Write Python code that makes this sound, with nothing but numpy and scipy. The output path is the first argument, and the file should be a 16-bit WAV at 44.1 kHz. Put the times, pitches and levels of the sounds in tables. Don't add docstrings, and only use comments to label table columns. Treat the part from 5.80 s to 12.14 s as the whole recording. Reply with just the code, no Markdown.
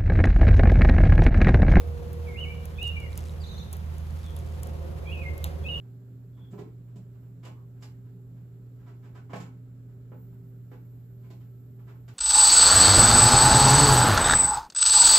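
import sys
import numpy as np
from scipy import signal
from scipy.fft import rfft, irfft
from scipy.io import wavfile
from scipy.ndimage import uniform_filter1d

SR = 44100
rng = np.random.default_rng(int(sys.argv[2]) if len(sys.argv) > 2 else 0)


def unload_audio(sound):
    columns = np.transpose(np.atleast_2d(sound))
    steps = np.round(np.clip(columns, -1, 1) * 32767)
    wavfile.write(sys.argv[1], SR, steps.astype(np.int16))


N = 279594

# f/Hz, likeness/0-1
MIC_LIKENESS = [(30, 0.08), (70, 0.67), (130, 0.99), (290, 0.81), (640, 0.39), (1400, 0), (4000, 0)]
# f/Hz, relative density/dB
FAN_SPECTRUM = [(20, -28), (35, -3), (60, -0.5), (95, 2), (140, -0.5), (220, -6), (320, -7), (450, -19),
                (620, -21), (900, -31), (1500, -27.5), (2200, -38), (4500, -41), (9000, -51)]
# f/Hz, width/Hz, level/dB
FAN_CAVITIES = [(175, 29, -59), (419, 41, -72)]
# low f/Hz, high f/Hz, level/dB
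HISS_BANDS = [(3000, 12000, -95), (7040, 7780, -86.5), (11600, 18000, -80.5)]
# f/Hz, level re the strongest/dB, unsteadiness/0-1
HUM_TONES = [(120, 0, .04), (260, -18, .35), (390, -22.5, .45), (510, -37, .6), (600, -37, .3),
             (1320, -45, .6)]
# start t/s, end t/s, level/dB
LOWER_COIL_SPELLS = [(0, .71, -81), (1.68, 3.38, -82.5), (4.896, 6.4, -75.5)]
# t/s, relative level/dB
UPPER_COIL_SPELLS = [
    [(0.68, -90), (0.77, -80), (0.958, -95), (1.078, -88), (1.114, -96), (1.446, -84), (1.542, -90),
     (1.62, -108), (1.64, -90)],
    [(3.38, -97), (3.61, -81), (3.74, -108), (4.15, -88), (4.24, -96), (4.41, -73), (4.53, -82.5),
     (6.19, -93), (6.34, -93)],
]
# t/s, f/Hz
UPPER_COIL_PITCH = [(4.35, 13810), (4.75, 13858), (5.5, 13845)]
# f/Hz, t60/s
ROOM_DECAY = [(200, 0.63), (500, 0.21), (1200, 0.36), (3000, 0.26), (7000, 0.22), (14000, 0.36)]
# t/s, level/dB
HEAVY_SHIFTS = [(0.727, -40.5), (0.787, -42), (1.161, -44), (3.535, -38), (3.600, -40)]
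# f/Hz, gain/dB, t60/s
CABINET_MODES = [(150, 6.5, 0.088), (167.5, -1.5, 0.42), (192.4, 1, 0.39)]
# middle t/s, half length/s, f/Hz, level/dB
PLASTIC_SQUEAKS = [(0.615, 0.063, 3360, -71), (1.775, 0.02, 1060, -63.5), (3.596, 0.0027, 7050, -63)]
# f/Hz, width/Hz, gain/dB
PANEL_MODES = [(390, 70, 4), (678, 35, 4), (824, 40, 4), (930, 40, 6), (1005, 35, 8), (1074, 30, 4),
               (1162, 30, 3), (1322, 45, 7), (1518, 60, 4), (2235, 50, 3)]
# f/Hz, width/Hz, gain/dB
KNOCK_COLOUR = [(560, 210, -5.5), (680, 220, -2.5), (1930, 190, 0), (3030, 400, 1.5), (5300, 1100, 1.5),
                (7470, 680, 9.5), (9280, 8200, -11)]
# t/s, relative clack level/dB, thud re clack/dB, tick re clack/dB, part's f/Hz
PART_KNOCKS = [(0.729, -55, 12.5, -22, 397), (0.785, -55, 16.5, -5, 418), (1.155, -64.5, 12, 0.5, 7800),
               (1.646, -52.5, 2.5, -1, 2880), (1.660, -50, 0, -18, 1010), (2.021, -52.5, -3, -0.5, 4960),
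               (3.529, -37.5, 1, -15, 633), (3.555, -54, 3.5, 0.5, 2340), (3.598, -49.5, -1, -4, 7000),
               (4.315, -54.5, 9, -26, 1370), (4.912, -55.5, 8, -14, 1610), (5.500, -58, 7.5, -3, 4130),
               (6.277, -53.5, -3, -5, 1490)]
# t/s, slip length/s, relative clack level/dB, part's f/Hz
PART_RUBS = [(0.563, 0.02, -62.5, 940), (0.699, 0.023, -66.5, 7650), (0.771, 0.015, -50.5, 1010),
             (1.625, .016, -54.5, 2970), (1.995, 0.033, -66, 7200), (2.961, 0.071, -63.5, 1570),
             (3.055, 0.03, -54.5, 1460), (3.219, 0.039, -56.5, 1680), (3.339, 0.026, -51, 1510),
             (3.490, 0.024, -47.5, 980), (3.645, 0.015, -58, 1420), (4.925, .012, -59.5, 1510),
             (5.426, .03, -63.5, 2300), (5.593, .019, -66.5, 3000), (5.982, 0.02, -63, 1310),
             (6.062, 0.034, -53.5, 1520)]


def from_db(db):
    return 10 ** (np.asarray(db) / 20)


def rms_one(x):
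    return x / np.sqrt(np.mean(x ** 2) + 1e-20)


def unit_energy(x):
    return x / np.sqrt(np.sum(x ** 2) + 1e-20)


def pan(db):
    return from_db(np.array([[db], [-db]]) / 2)


def from_right(x, lag_s):
    return np.array([np.roll(x, round(lag_s * SR)), x])


def at_hz(points, hz):
    freqs, values = np.transpose(points)
    return np.interp(np.log(hz), np.log(freqs), values)


def half_octaves():
    edges = np.geomspace(20, 18000, 21)
    return zip(edges, edges[1:], np.sqrt(edges[1:] * edges[:-1]))


def band(x, low_hz, high_hz, order=2):
    sos = signal.butter(order, [low_hz, min(high_hz, SR / 2 - 1000)], "band", fs=SR, output="sos")
    return signal.sosfilt(sos, x + 1e-18)


def resonate(x, hz, width_hz, db):
    widths = np.pi * width_hz / SR * np.array([from_db(db), 1])
    cosine = np.cos(2 * np.pi * hz / SR)
    b, a = [[1 + width, -2 * cosine, 1 - width] for width in widths]
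    return signal.lfilter(b, a, x + 1e-18)


def even_out(x, width_hz):
    size = 2 * x.shape[-1]
    spectrum = rfft(x, size)
    power = uniform_filter1d(np.abs(spectrum) ** 2, max(int(width_hz * size / SR), 1))
    return irfft(spectrum / np.sqrt(np.abs(power) + power.mean() / 20), size)[..., :size // 2]


def drift(rate_hz, hop=40, settle=2000):
    pole = np.exp(-2 * np.pi * rate_hz * hop / SR)
    noise = rng.standard_normal(N // hop + settle + 2)
    slow = signal.lfilter([1], [1, -2 * pole, pole * pole], noise)[settle:]
    return np.interp(np.arange(N) / hop, np.arange(len(slow)), rms_one(slow))


def stereo_noise(low_hz, high_hz, order=2):
    alike = np.clip(at_hz(MIC_LIKENESS, np.sqrt(low_hz * high_hz)), 0, 1)
    mid, side = band(rng.standard_normal((2, N)), low_hz, high_hz, order)
    return np.sqrt(1 + alike) * mid + np.sqrt(1 - alike) * side * [[1], [-1]]


def high_hiss(t, start_s=4.3, fade_s=.1, gain_db=-86):
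    fade_in = np.clip((t - start_s) / fade_s, 0, 1)
    return from_db(gain_db) * fade_in * rms_one(stereo_noise(low_hz=13200, high_hz=14400))


def fan_air(air_db=-56, waver_db=0.94):
    air = sum(stereo_noise(low, high) * from_db(at_hz(FAN_SPECTRUM, hz) + waver_db * drift(10))
              for low, high, hz in half_octaves())
    rumble = sum(from_db(db) * rms_one(stereo_noise(hz - width / 2, hz + width / 2))
                 for hz, width, db in FAN_CAVITIES)
    hiss = sum(from_db(db) * rms_one(stereo_noise(low, high, order=3)) for low, high, db in HISS_BANDS)
    return from_db(air_db) * rms_one(air) + rumble + hiss * pan(db=-4.5)


def hum(t, gain_db=-45, waver_hz=4):
    out = 0
    for hz, db, unsteady in HUM_TONES:
        waver = 1 + unsteady * (drift(waver_hz) + 1j * drift(waver_hz))
        tone = np.exp(2j * np.pi * (hz * t + rng.random()))
        out += from_db(db) * rms_one(np.real(waver * tone))
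    return out * from_db(gain_db)


def lower_coil(t, hz=13170, pulse_hz=20, pulse_depth=0.39, fade_s=0.013):
    level = sum(from_db(db) * np.clip(np.minimum(t - start, end - t) / fade_s, 0, 1)
                for start, end, db in LOWER_COIL_SPELLS)
    pulse = 1 + pulse_depth * np.sin(2 * np.pi * pulse_hz * t)
    return np.sqrt(2) * level * pulse * np.sin(2 * np.pi * hz * t)


def upper_coil(t, gain_db=7, waver_db=2):
    hz = np.interp(t, *np.transpose(UPPER_COIL_PITCH))
    swell = sum(from_db(np.interp(t, *np.transpose(spell), left=-np.inf, right=-np.inf))
                for spell in UPPER_COIL_SPELLS)
    level = swell * from_db(gain_db + waver_db * drift(25))
    return np.sqrt(2) * level * np.sin(2 * np.pi * np.cumsum(hz) / SR)


def room(x, direct_db=-11, early_db=1, early_s=0.0059, build_s=.0035, panel_db=-7, panel_top_hz=500):
    t = np.arange(SR // 2) / SR
    tail = sum(stereo_noise(low, high)[:, :len(t)] * from_db(-60 * t / at_hz(ROOM_DECAY, hz))
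               for low, high, hz in half_octaves())
    early_lift = 1 + from_db(early_db) * np.exp(-t / early_s)
    echoes = tail * early_lift * (1 - np.exp(-t / build_s))
    response = np.sqrt(2) * unit_energy(even_out(echoes, width_hz=61))
    response[:, 0] += from_db(direct_db)
    lows = signal.lfilter(*signal.butter(1, panel_top_hz, fs=SR), x + 1e-18)
    return signal.fftconvolve(x, response, axes=1)[:, :N] + from_db(panel_db) * lows


def thumps(t, rise_s=0.0051):
    out = np.zeros(N)
    for start, db in HEAVY_SHIFTS:
        age = np.maximum(t - start, 0)
        for hz, mode_db, t60 in CABINET_MODES:
            swell = (1 - np.exp(-age / rise_s)) * from_db(-60 * np.minimum(age / t60, 2))
            out += from_db(db + mode_db) * swell * np.sin(2 * np.pi * hz * age)
    return out


def squeaks(t, width_hz=210):
    out = np.zeros(N)
    for middle, half_length, hz, db in PLASTIC_SQUEAKS:
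        swell = np.exp(-np.minimum(((t - middle) / half_length) ** 2, 20))
        singing = band(rng.standard_normal(N), hz - width_hz / 2, hz + width_hz / 2)
        out += from_db(db) * swell * rms_one(singing)
    return out


def panels_and_colour(x):
    for hz, width_hz, db in PANEL_MODES + KNOCK_COLOUR:
        x = resonate(x, hz, width_hz, db)
    return x


def contact_force(length_s, slips_per_s=3500, spread_db=4, clean_s=0.026):
    t = np.arange(SR // 4) / SR
    slips = (rng.random(len(t)) < slips_per_s / SR) * rng.choice([-1, 1], len(t))
    strengths = from_db(rng.normal(0, spread_db, len(t)))
    age = np.pi * t / length_s
    pressure = age ** 2 * np.exp(-age)
    force = unit_energy(slips * strengths * pressure)
    force[np.argmax(pressure)] += np.exp(-length_s / clean_s)
    return even_out(force, width_hz=330)


def soften(force, tick_db, corner_hz=6000, db_per_octave=5):
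    pole = np.exp(-2 * np.pi * corner_hz * 2 ** (tick_db / db_per_octave) / SR)
    return signal.lfilter([1 - pole], [1, -pole], force)


def rubs(mid_hz=1510, mid_tick_db=-12, tick_db_per_octave=6, faint_per_s=2.5, faint_db=-69.5,
         faint_slip_s=.025):
    chances = rng.random((round(faint_per_s * N / SR), 2))
    faint = [(when * N / SR, faint_slip_s, faint_db + 2 * strength - 1, mid_hz)
             for when, strength in chances]
    return [(start, length, db, 0, mid_tick_db + tick_db_per_octave * np.log2(hz / mid_hz), hz)
            for start, length, db, hz in list(PART_RUBS) + faint]


def knocks(press_s=.007):
    return [(start, press_s, db, thud_db, tick_db, hz) for start, db, thud_db, tick_db, hz in PART_KNOCKS]


def plastic_parts(contacts, gain_db=27, part_db=6, part_q=9):
    out = np.zeros((2, N + SR))
    for start_s, length_s, clack_db, thud_db, tick_db, hz in contacts:
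        force = soften(contact_force(length_s), tick_db)
        ringing = panels_and_colour(resonate(force, hz, hz / part_q, part_db))
        thud = from_db(thud_db) * unit_energy(band(ringing, 230, 650, order=3))
        clack = unit_energy(band(ringing, 650, 2600, order=3))
        tick = from_db(tick_db) * unit_energy(band(ringing, 2600, 13000, order=3))
        sound = from_db(clack_db + gain_db) * (thud + clack + tick)
        start = round(start_s * SR)
        out[:, start:start + len(sound)] += sound * pan(db=-0.5)
    return out[:, :N]


def scene():
    t = np.arange(N) / SR
    drone = from_right(hum(t), lag_s=.00012)
    whine = from_right(lower_coil(t) + upper_coil(t), lag_s=.00002) * pan(db=-0.5)
    mechanism = room(plastic_parts(knocks() + rubs()) + squeaks(t)) + thumps(t)
    return (fan_air() + high_hiss(t) + drone + whine + mechanism) * pan(db=-1.5)


def record(dry, cutoff_hz=15500):
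    return signal.sosfilt(signal.ellip(10, .1, 80, cutoff_hz, fs=SR, output="sos"), dry)


dry = scene()
out = record(dry)
unload_audio(out)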